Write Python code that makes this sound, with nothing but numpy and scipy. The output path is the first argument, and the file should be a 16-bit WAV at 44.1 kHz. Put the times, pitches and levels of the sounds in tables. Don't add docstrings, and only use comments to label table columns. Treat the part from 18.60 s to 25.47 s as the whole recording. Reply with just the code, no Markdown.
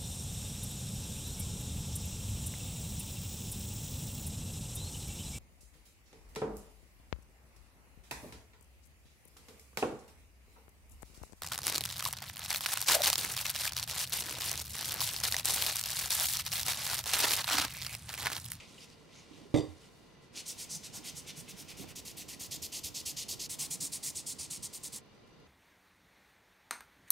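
import sys
import numpy as np
from scipy import signal
from scipy.fft import rfft, irfft, next_fast_len
from scipy.io import wavfile
from scipy.ndimage import uniform_filter1d

SR = 44100
rng = np.random.default_rng(int(sys.argv[2]) if len(sys.argv) > 2 else 0)


def wav_out(sig):
    wavfile.write(sys.argv[1], SR, np.round(np.clip(np.atleast_2d(sig).T, -1, 1) * 32767).astype(np.int16))


def boost(x):
    u = np.asarray(x, float) / 20
    return 10 ** u


N = 303021
STEP = 64

# frequency in Hz, t60 in seconds.
ROOM_DECAY = [(100, 0.52), (1000, 1), (4000, 0.37), (8000, 0.25), (11000, 0.25), (15000, 0.37)]

# frequency in Hz, level in dB per Hz.
FAN_COLOUR = [(15, -48), (25, -13.5), (107, -7.5), (189, -5), (333, -10.5), (448, -9), (672, -15.5),
              (1200, -20.5), (1590, -19.5), (2200, -24), (4800, -26), (5400, -31.5), (9000, -40),
              (13700, -43), (14300, -57), (15500, -70)]
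# centre in Hz, width in Hz, height in dB.
FAN_HUMPS = [(458, 25, 3), (1040, 60, 8), (1385, 55, 8), (1990, 55, 8), (2360, 57, 6), (2860, 65, 9),
             (3670, 76, 6), (4280, 100, 4), (4820, 110, 5), (5950, 90, 13)]
# frequency in Hz, likeness from 0 to 1.
FAN_LIKENESS = [(60, 0.6), (300, 0.55), (640, 0.18), (1400, 0.55), (3000, 0.38), (7000, 0.17),
                (15000, 0.053)]

# time in seconds, level in dB.
LEAN = [(0.0, -68.5), (0.3, -67.5), (0.9, -65), (1.3, -71), (1.68, -73), (1.9, -62.5), (2.4, -60.5),
        (3.1, -59), (3.7, -58.5), (4.4, -59), (5.2, -58), (5.9, -62), (6.37, -62.5), (6.45, -70),
        (6.87, -67.5)]
# peak in seconds, low part in dB, sharper part in dB.
SHOVES = [(0.076, -70, -72), (0.356, -69, -78), (0.532, -68, -69), (0.804, -75, -59), (0.92, -72, -85),
          (1.77, -75, -60), (2.14, -57, -77.5), (2.82, -59, -75), (3.2, -56, -62), (3.235, -55, -54),
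          (4.02, -57, -68.5), (4.72, -71, -57), (5.24, -66, -57.5), (5.66, -62, -75), (5.82, -65, -79),
          (6.01, -56, -70), (6.38, -62, -75)]
# centre in Hz, width in Hz, level in dB.
BOARD = [(95, 35, -5.5), (142, 53, -3), (287, 122, -2), (420, 190, -16), (640, 250, -20)]
TABLE_SHELF = (108.74, 720)

# peak in seconds, rise in seconds, fall in seconds, level in dB,
# brightness in dB per octave.
SLIDES = [(0.0, .05, 0.056, -52.5, -4), (0.13, 0.1, .07, -59.5, 0), (.15, .2, .2, -64.5, 3),
          (0.235, 0.06, 0.023, -55.5, 1.5), (0.32, 0.1, 0.025, -62, -0.5), (0.42, 0.1172, 0.062, -70.5, 2),
          (0.57, 0.083, 0.1, -59.5, -2), (0.765, 0.093, 0.095, -61.5, -1.5), (1.1, 0.3348, 0.11, -68, 4),
          (1.255, 0.087, 0.041, -63.5, 2), (1.37, 0.1467, 0.11, -72.5, 6), (1.48, 0.035, 0.1034, -72, 2),
          (1.635, 0.021, 0.046, -69.5, 3), (1.742, 0.01306, 0.0166, -59, 1), (6.55, .015, .03, -79, 5),
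          (6.675, .015, .03, -79, 4), (6.8, .015, 0.027, -79, 0)]
# frequency in Hz, level in dB per Hz.
FABRIC = [(880, -10), (1500, -7.5), (1690, -15), (1930, -3.5), (2520, -1), (4060, -1.5), (5340, -2.5),
          (9700, -10), (13000, -21), (15500, -24)]
# peak in seconds, half length in seconds, level in dB,
# centre in Hz.
SWISHES = [
    (.005, 0.053, -56.5, 2460),
    (0.185, .005, -54.5, 2900),
    (0.225, 0.027, -60, 5000),
    (0.333, 0.014, -66, 4800),
    (.58, 0.0412, -62, 6170),
    (1.24, 0.028, -68, 2980),
]
# time in seconds, level in dB.
TICKS = [
    (0.187, -58),
    (3.173, -40),
    (6.438, -60),
    (6.4612, -55),
    (6.5236, -70),
    (6.549, -64),
    (6.6757, -61),
    (6.8004, -62),
]
# start in seconds, level in dB, bubble pitch in Hz.
GLUGS = [
    (0.71, -41.5, 280),
    (0.74, -45.5, 262),
    (0.808, -46, 304),
    (0.83, -47, 220),
    (0.854, -43.5, 370),
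]

# time in seconds, blow on the table in dB, ring of the bottle in dB.
CONTACTS = [(0.9415, -18.5, -53), (0.9484, -28, -49.5), (0.96, -29.5, -48), (.968, -25.5, -56),
            (0.973, -30, -48), (.9842, -31.5, -49.5), (.993, -31, -55.5), (1.004, -56, -55),
            (1.021, -34, -61), (1.039, -37, -66), (1.052, -54, -67), (1.077, -46, -76), (1.0881, -46, -72)]
# frequency in Hz, level in dB, t60 in seconds.
TABLE_MODES = [(98.21, -10, 0.174), (131, -1, 0.12), (160, -15, 0.24), (194, -11, 0.057), (275, -8.5, 0.15),
               (306.4, -1, 0.26), (330, -13, 0.13), (405, -16, 0.21), (458, -14, 0.16), (506, -13, 0.081),
               (555, -21, 0.14), (608, -17, 0.14), (674, -24, 0.21), (772, -17, 0.22), (859.88, -30, 0.18),
               (920, -24, 0.16), (945, -23, 0.15), (1050, -22, 0.13), (1160, -20, .2)]
# frequency in Hz, level in dB, t60 in seconds.
BOTTLE_MODES = [(2050, -5, 0.049), (2720, -14, 0.023), (3460, -13, 0.095), (3580, -3, 0.07),
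                (3670, -5, 0.094), (3709, -9, 0.13), (3759.3, -20, 0.06), (4100, -16, 0.049),
                (4710, -3, 0.11), (5518, -17, 0.093), (6030, -3, 0.036), (7400, -7, 0.05),
                (8200, -11, 0.11), (8500, -12, 0.1)]
# frequency in Hz, level in dB.
THUD_COLOUR = [(60, -17), (130, 2), (200, -5), (300, 0), (500, 4), (800, -10), (1200, -7.5), (1500, -34),
               (2500, -24), (4000, -32)]
# time in seconds, level in dB, centre in Hz, t60 in seconds.
RIM_CRACKS = [
    (0.9428, -37.5, 3330, .02),
    (.9458, -38.5, 2080, 0.046),
]
# frequency in Hz, level in dB, t60 in seconds.
FRAME_MODE = (85, -33.5, 0.23)

# end in seconds, stroke rise in seconds, stroke fall in seconds, roundness in dB,
# room level in dB, share of the rise before the start.
BOUTS = [
    (3.338, 0.029, 0.021, 7, -7, .6),
    (4.873, .014, 0.015, 2.5, -10, 0.47),
    (6.402, .015, .018, 4.5, -12, 0.5),
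]
# frequency in Hz, level in dB per Hz.
RUB_COLOURS = [
    [(530, -19), (900, -18), (1310, -20), (1420, -9.5), (1620, -15), (2320, -4), (4030, -3), (5770, -1.5),
     (9210, -7), (14300, -20), (15800, -21)],
    [(530, -22.5), (900, -24), (1580, -29), (1870, -16.5), (2380, -13), (2580, -8.5), (3880, -4),
     (4490, -0.5), (6500, 0.5), (14900, -10), (15800, -18)],
    [(530, -40), (900, -21), (1620, -28), (1990, -19), (3360, -12), (4330, -6.5), (8070, -2.5),
     (9320, -3.5), (11000, -11.5), (15100, -19.5), (15800, -18)],
]
# start in seconds, length in seconds, level in dB,
# hollow of the block in dB.
FIRST_STROKES = [(1.753, 0.064, -43.5, -1.5), (1.86, 0.071, -43, -8.5), (1.978, 0.075, -44.5, -6.5),
                 (2.097, 0.079, -42, -14), (2.231, 0.051, -43.5, -6), (2.331, 0.062, -44, -12),
                 (2.441, 0.067, -44, 3), (2.552, 0.058, -46, -9), (2.666, 0.052, -46, 1.5),
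                 (2.762, 0.056, -47, -7), (2.878, 0.049, -47.5, 3.5), (2.968, 0.065, -48.5, -2.5),
                 (3.079, 0.054, -46.5, 3), (3.17, 0.075, -50.5, 2), (3.278, 0.048, -49.5, 6)]
# start in seconds, length in seconds, level in dB, hollow in dB.
SECOND_STROKES = [(3.355, 0.052, -46.5, 9.5), (3.451, 0.069, -47.5, 13.5), (3.569, 0.065, -46, 9),
                  (3.683, 0.069, -46, 8), (3.797, 0.073, -44, 6.5), (3.91, 0.06, -41, 3.5),
                  (4.021, 0.05, -41, 1.5), (4.122, 0.077, -41.5, 2), (4.236, 0.056, -40.5, 2),
                  (4.345, .07, -41, -1), (4.456, 0.064, -39, -1), (4.567, 0.073, -39.5, 0.5),
                  (4.685, 0.062, -39.5, -4), (4.795, 0.074, -41, 0)]
# start in seconds, length in seconds, level in dB, hollow in dB.
THIRD_STROKES = [(4.894, 0.062, -41.5, 7), (4.989, 0.08, -38.5, 2), (5.106, 0.056, -39, 2.5),
                 (5.205, 0.075, -38, -0.5), (5.321, 0.06, -40, 2), (5.43, 0.08, -38.5, 2.5),
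                 (5.551, 0.064, -42, 2), (5.664, 0.071, -40, 2), (5.787, 0.08, -43.5, -2.5),
                 (5.903, 0.078, -42.5, 3), (6.026, 0.05, -41.5, -1), (6.131, 0.053, -45, 8.5),
                 (6.233, 0.053, -43, 5), (6.324, 0.065, -44.5, 4)]
# swell over the stroke in dB,
# brightness in dB per octave.
DIRECTIONS = [
    [(-0.5, 0), (0, 1.14)],
    [(-7, 1), (-6, -0.5)],
    [(-8, -0.1), (-7, 1)],
]
PRESSURE_TILT = [-0.051, -0.36, -0.079]
# level in dB, brightness in dB per octave.
DRAGS = [
    (-61.5, -4),
    (-63, -7.5),
    (-60.5, -8),
]
# brightness in dB per octave,
# fine fizz in dB, low skirt in dB.
STROKE_QUIRKS = [
    [(-1.7, 0.5, -2), (0, -0.5, -1), (0.5, 0.9, 0.5), (1.5, -6, 0.5), (-1, 0, 0.5), (-1.3, 1, 4),
     (1.9, 2.5, 2.5), (-0.3, -1, 2.1), (0.5, 1, 1), (0.8, 2, 5), (-0.7, 8, 1), (0.7, 6, 7), (-1.5, 7, 0.5),
     (-0.5, 6, -2.0), (2.5, 6, 7)],
    [(2.5, -5, 5), (5.2, -4.5, 9), (2, -1, 7), (3, -5, 9), (2.2, -3, 8.5), (2, -1, 3), (0.5, 0.5, -2),
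     (1.4, -2, 4.7), (0.8, 0, 0), (-0.5, -0.7, 0.5), (0.4, -1.5, 0.5), (-0.8, -1.5, -1), (-3.2, 1, -5.5),
     (0, -2, -2)],
    [(2.5, 1, 5), (-2.4, 5, 1.8), (1, 3, 2), (1.0, -0.8, 4), (1.2, 1.2, 2.5), (1.1, -0.5, 3), (1, -3, -3.3),
     (1, -2.5, 1), (-3.5, 1, -2), (0.3, -2, 3), (-0.9, 1, 1.2), (3, -2, 3), (3.5, -2, 4), (1.5, 0, 6)],
]

# peak in seconds, level in dB, board mode in Hz.
BUMPS = [(2.167, -50, 158.5), (2.293, -58, 140), (2.385, -52, 194), (2.401, -53.5, 303),
         (2.458, -50.5, 175), (2.506, -58, 150.6), (2.547, -55, 172), (2.586, -53, 146),
         (2.696, -54.5, 141), (2.729, -55, 182.9), (2.792, -47, 155), (2.903, -54.4, 145),
         (2.943, -50.5, 187), (3.005, -56.1, 113), (3.014, -56, 301), (3.041, -53.5, 151),
         (3.096, -58, 151), (3.203, -55.3, 398), (3.206, -50.5, 188), (3.216, -51, 275), (3.263, -60, 280),
         (3.316, -57, 161), (3.364, -55.5, 108), (3.421, -56.4, 81), (3.588, -58, 86), (3.809, -56, 86),
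         (3.891, -57, 102), (3.927, -52.4, 145), (3.975, -56.4, 320), (3.977, -54, 145), (4.037, -52, 86),
         (4.252, -48.5, 81), (4.309, -54, 109), (4.376, -54, 145), (4.474, -51, 75), (4.548, -54, 151),
         (4.707, -55, 81), (4.753, -53.2, 109), (4.843, -57, 169), (4.893, -60, 161), (4.911, -54.7, 86),
         (5.017, -50, 150), (5.074, -55.2, 149), (5.114, -50, 151), (5.159, -51.5, 181), (5.223, -48, 166),
         (5.24, -58, 267), (5.484, -51, 145), (5.567, -53, 92), (5.656, -58, 156), (5.735, -56, 253),
         (5.804, -48.5, 81), (5.915, -53.5, 169), (6.003, -55.7, 123), (6.245, -54, 156), (6.354, -55, 212)]
# centre in Hz, width in Hz, depth in dB.
PORT_DIP = (1506, 520, -4)


def evened(x):
    return x / np.sqrt(np.mean(x ** 2) + 1e-20)


def read(points, hz):
    f, value = np.transpose(points)
    return np.interp(np.log(hz + 1), np.log(f + 1), value)


def add(mix, s, sound):
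    part = mix[..., round(s * SR):][..., :sound.shape[-1]]
    part += sound[..., :part.shape[-1]]


def coloured(x, gain):
    size = next_fast_len(x.shape[-1])
    spectrum = rfft(x, size) * gain(np.fft.rfftfreq(size, 1 / SR))
    return irfft(spectrum, size)[..., :x.shape[-1]]


def band(hz, centre_hz, spread_oct2):
    return np.exp(-np.log2(hz / centre_hz + 1e-9) ** 2 / spread_oct2)


def blotches(shape, bins, frames):
    across = uniform_filter1d(rng.standard_normal(shape), size=bins, axis=0)
    return evened(uniform_filter1d(across, size=frames, axis=1))


def swell(peak_s, rise_s, fall_s):
    t = np.arange(0, N + STEP, STEP) / SR - peak_s
    return np.exp(-(t / np.where(t < 0, rise_s, fall_s)) ** 2)


def spread(control):
    return np.interp(np.arange(N), np.arange(len(control)) * STEP, control)


def slips(count, per_s, spread_db):
    size = boost(spread_db * np.minimum(rng.exponential(1, count), 4))
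    return evened(size * rng.standard_normal(count) * (rng.random(count) < per_s / SR))


def ring(modes, length):
    t = np.arange(int(length * SR)) / SR
    return sum(boost(db - 60 * t / t60) * np.sin(2 * np.pi * hz * t) for hz, db, t60 in modes)


def through_table(x):
    low_hz, high_hz = TABLE_SHELF

    def left_gain(hz):
        lead_rad = 0.49 / (1 + (hz / 600) ** 2)
        return (low_hz + 1j * hz) / (high_hz + 1j * hz) * np.exp(1j * lead_rad)
    return np.array([coloured(x, left_gain), x])


def room(x):
    hz, t, z = signal.stft(rng.standard_normal((2, SR // 2)), SR, nperseg=256)
    decay = boost(-60 * t / read(ROOM_DECAY, hz)[:, None])
    tail = signal.istft(z * decay, SR, nperseg=256)[1]
    tail[1] = 0.56 * tail[0] + 0.59 * tail[1]
    tail[:, :200] = 0
    return signal.fftconvolve(x[None], tail / np.linalg.norm(tail[0]), axes=1)[:, :N]


def fan():
    a, b = rng.standard_normal((2, N))
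    same = lambda hz: np.clip(read(FAN_LIKENESS, hz), 0, 1)
    right = coloured(a, same) + coloured(b, lambda hz: np.sqrt(1 - same(hz) ** 2))

    def colour(hz):
        humps = 1 + sum((boost(db) - 1) / (1 + (2 * (hz - f) / w) ** 2) for f, w, db in FAN_HUMPS)
        return boost(read(FAN_COLOUR, hz)) * humps
    return boost(-59.5) * evened(coloured(np.array([a, right]), colour))


def pushes():
    def board(part):
        def humps(hz):
            resonances = sum(boost(db) / (1 + 2j * (hz - f) / w) for f, w, db in part)
            return 1j * hz / (60 + 1j * hz) * resonances
        shared = slips(N, 700, 1.5)
        loose = np.array([slips(N, 500, 2.6), slips(N, 500, 2.0)])
        return evened(coloured(through_table(shared) + 0.64 * loose * boost([[-4], [3]]), humps))

    low = boost(np.interp(np.arange(0, N + STEP, STEP) / SR, *np.transpose(LEAN)))
    sharp = low * boost(-0.5)
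    for s, low_db, sharp_db in SHOVES:
        bell = swell(s, 0.05, 0.052)
        low = np.hypot(low, boost(low_db) * bell)
        sharp = np.hypot(sharp, boost(sharp_db) * bell)
    return spread(low) * board(BOARD[:2]) + spread(sharp) * board(BOARD[2:])


def rustle():
    grains = slips(N, 9000, 2.2) + 0.59 * rng.standard_normal((2, N))
    fabric = evened(coloured(grains, lambda hz: boost(read(FABRIC, hz))))
    hz, t, z = signal.stft(fabric, SR, nperseg=256)
    slides = np.array([boost(db) * swell(s, rise, fall) for s, rise, fall, db, _ in SLIDES])
    level = np.sqrt((slides ** 2).sum(0))
    bright = np.array(SLIDES)[:, 4] @ slides ** 2 / (level ** 2 + 1e-20)
    frame_bright = spread(bright)[np.minimum((t * SR).astype(int), N - 1)]
    tilt_db = frame_bright * np.log2(hz / 4500 + 0.15)[:, None]
    folds_db = 1.1 * blotches(z.shape[1:], 7, 11)
    return signal.istft(z * boost(tilt_db + folds_db), SR, nperseg=256)[1][:, :N] * spread(level)


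def swishes():
    out = np.zeros(N)
    for s, half_s, db, centre_hz in SWISHES:
        squeak = evened(coloured(slips(N, 9000, 1.5), lambda hz: band(hz, centre_hz, 0.051)))
        out += boost(db) * spread(swell(s, half_s, half_s)) * squeak
    return out


def fibre_ticks():
    ticks, t = np.zeros(N), np.arange(200) / SR
    for s, db in TICKS:
        add(ticks, s, boost(db - 0.5 - 60 * t / .003) * rng.standard_normal(200))
    return coloured(ticks, lambda hz: band(hz, 8000, 2.4))


def oil_glugs():
    glugs, t = np.zeros(N), np.arange(1500) / SR
    for s, db, hz in GLUGS:
        bubble = np.sin(2 * np.pi * hz * t * (1 + 3 * t))
        add(glugs, s, boost(db - 60 * t / 0.1) * bubble * np.minimum(t / 0.0021, 1))
    return through_table(glugs)


def knock():
    table, bottle, t = np.zeros(N), np.zeros(N), np.arange(8000) / SR
    dull = lambda hz: (hz / 2000) ** 2 / (1 + (hz / 2000) ** 2) / (1 + (hz / 8000) ** 5)
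    for s, blow_db, ring_db in CONTACTS:
        wall = ring(BOTTLE_MODES + rng.standard_normal((len(BOTTLE_MODES), 1)) * [12, 1.8, 0], .3)
        thud = evened(coloured(rng.standard_normal(len(t)), lambda hz: boost(read(THUD_COLOUR, hz))))
        add(table, s, -boost(blow_db) * ring(TABLE_MODES, .5))
        add(table, s, boost(blow_db - 4.5 - 60 * t / 0.19) * thud * np.minimum(t / 0.0029, 1))
        chatter = rng.standard_normal(len(t)) * boost(-60 * t / 0.073) * np.minimum(t / 0.00077, 1)
        strike = np.r_[1, .12 * chatter[:200]]
        add(bottle, s, boost(ring_db) * signal.oaconvolve(strike, wall))
        add(bottle, s, boost(ring_db + 10) * coloured(chatter, dull))
    for s, db, centre_hz, t60 in RIM_CRACKS:
        rim = coloured(rng.standard_normal(len(t)), lambda hz: band(hz, centre_hz, .5))
        add(bottle, s, boost(db - 60 * t / t60) * evened(rim))
    frame = ring([FRAME_MODE], .3)
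    add(table, 1.078, frame * np.minimum(np.arange(len(frame)) / 700, 1))
    table = signal.oaconvolve(table, np.hanning(48) / 24)[:N]
    table = signal.sosfilt(signal.butter(2, 75, "high", fs=SR, output="sos"), table)
    return through_table(table) + bottle + boost(-12) * room(bottle + 0.13 * table)


def stroke(row, bout, colour):
    s, length, level_db, swell_db, bright_db, hollow_db, fizz_db, skirt_db = row
    _, rise, fall, round_db, _, early = bout
    t = np.arange(-rise, length + fall, 1 / SR)
    gate = np.clip(np.minimum((t + early * rise) / rise, (length + 0.58 * fall - t) / fall), 0, 1)
    speed_db = 0.76 * swell_db * (t / length - .5) - round_db * ((2 * t / length - 1) ** 2 - .4)

    fibres, apart = slips(len(t), 30000, 0.4), rng.standard_normal((2, len(t)))
    pair = fibres + boost(-6.5) * coloured(apart, lambda hz: np.clip(hz / 13000, 0, 1) ** 3 + 0.15)
    hz, frame_s, z = signal.stft(pair, SR, nperseg=128)
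    grain = blotches(z.shape[1:], 3, 25)
    clumps = blotches(z.shape[1:], 9, 5)
    ragged = 1 + 1.57 / (1 + (hz / 2500) ** 4)[:, None]
    slow_db = np.interp(frame_s - rise, t, speed_db + 20 * np.log10(gate + 0.23))
    dulling_db = 0.26 * slow_db * np.log2(hz / 6500 + 0.096)[:, None]
    z = z * boost(grain * ragged + 1.55 * clumps + dulling_db)
    pair = signal.istft(z, SR, nperseg=128)[1][:, :len(t)]

    def gain(hz):
        tilt_db = bright_db * np.log2(hz / 6500 + 0.077)
        block_db = hollow_db * band(hz, 2400, 0.73)
        top_db = fizz_db / (1 + (10500 / (hz + 1)) ** 8)
        low_db = 1.56 * skirt_db / (1 + (hz / 2000) ** 8)
        return boost(read(colour, hz) + tilt_db + block_db + top_db + low_db)
    envelope = np.sin(gate * np.pi / 2) ** 2 * boost(level_db + speed_db)
    return s - rise, evened(coloured(pair, gain)) * envelope


def drag(start_s, end_s, colour, db, bright_db):
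    t = np.arange(0, end_s - start_s + .05, 1 / SR)
    fibres = slips(len(t), 22000, 2.1) + 0.62 * rng.standard_normal((2, len(t)))
    gain = lambda hz: boost(read(colour, hz) + bright_db * np.log2(hz / 6500 + 0.09))
    return start_s, boost(db) * evened(coloured(fibres, gain)) * np.minimum(t / 0.011, 1)


def rubbing():
    out, t = np.zeros((2, N)), np.arange(N) / SR
    strokes = (FIRST_STROKES, SECOND_STROKES, THIRD_STROKES)
    bouts = zip(strokes, BOUTS, RUB_COLOURS, DIRECTIONS, PRESSURE_TILT, DRAGS, STROKE_QUIRKS)
    for rows, bout, colour, ways, press, light, quirks in bouts:
        end_s, room_db = bout[0], bout[4]
        close = np.zeros((2, N))
        for k, (s, length, db, hollow_db) in enumerate(rows):
            swell_db, bright_db = ways[k % 2]
            own_bright_db, fizz_db, skirt_db = quirks[k]
            bright_db += own_bright_db + press * (db + 45)
            row = (s, length, db, swell_db, bright_db, hollow_db, fizz_db, skirt_db)
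            add(close, *stroke(row, bout, colour))
        wet = close + boost(room_db) * room(close[0])
        add(wet, *drag(rows[0][0], end_s, colour, *light))
        out += boost([[-.2], [.2]]) * wet * np.clip((end_s - t) / 0.033 + .5, 0, 1)
    return out


def bumps():
    out, t = np.zeros(N), np.arange(-.06, .1, 1 / SR)
    bell = np.exp(-(t / np.where(t < 0, .012, 0.017)) ** 2)
    for (s, db, hz), turn in zip(BUMPS, rng.random((len(BUMPS), 1))):
        add(out, s - .06, boost(db + 5.5) * bell * np.sin(2 * np.pi * (hz * t + turn)))
    return through_table(out)


def scene():
    handling = fan() + pushes() + rustle() + swishes() + fibre_ticks()
    return handling + oil_glugs() + knock() + rubbing() + bumps()


def top_cut(x):
    return signal.sosfilt(signal.butter(12, 15830, fs=SR, output="sos"), x)


def record(dry):
    centre_hz, width_hz, depth_db = PORT_DIP

    def microphone(hz):
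        dip = boost(depth_db * np.exp(-(2 * (hz - centre_hz) / width_hz) ** 2))
        return dip * np.clip((15830 - hz) / 60, 0, 1)
    mix = coloured(dry, microphone)
    return top_cut(mix)


dry = scene()
out = record(dry)
wav_out(out)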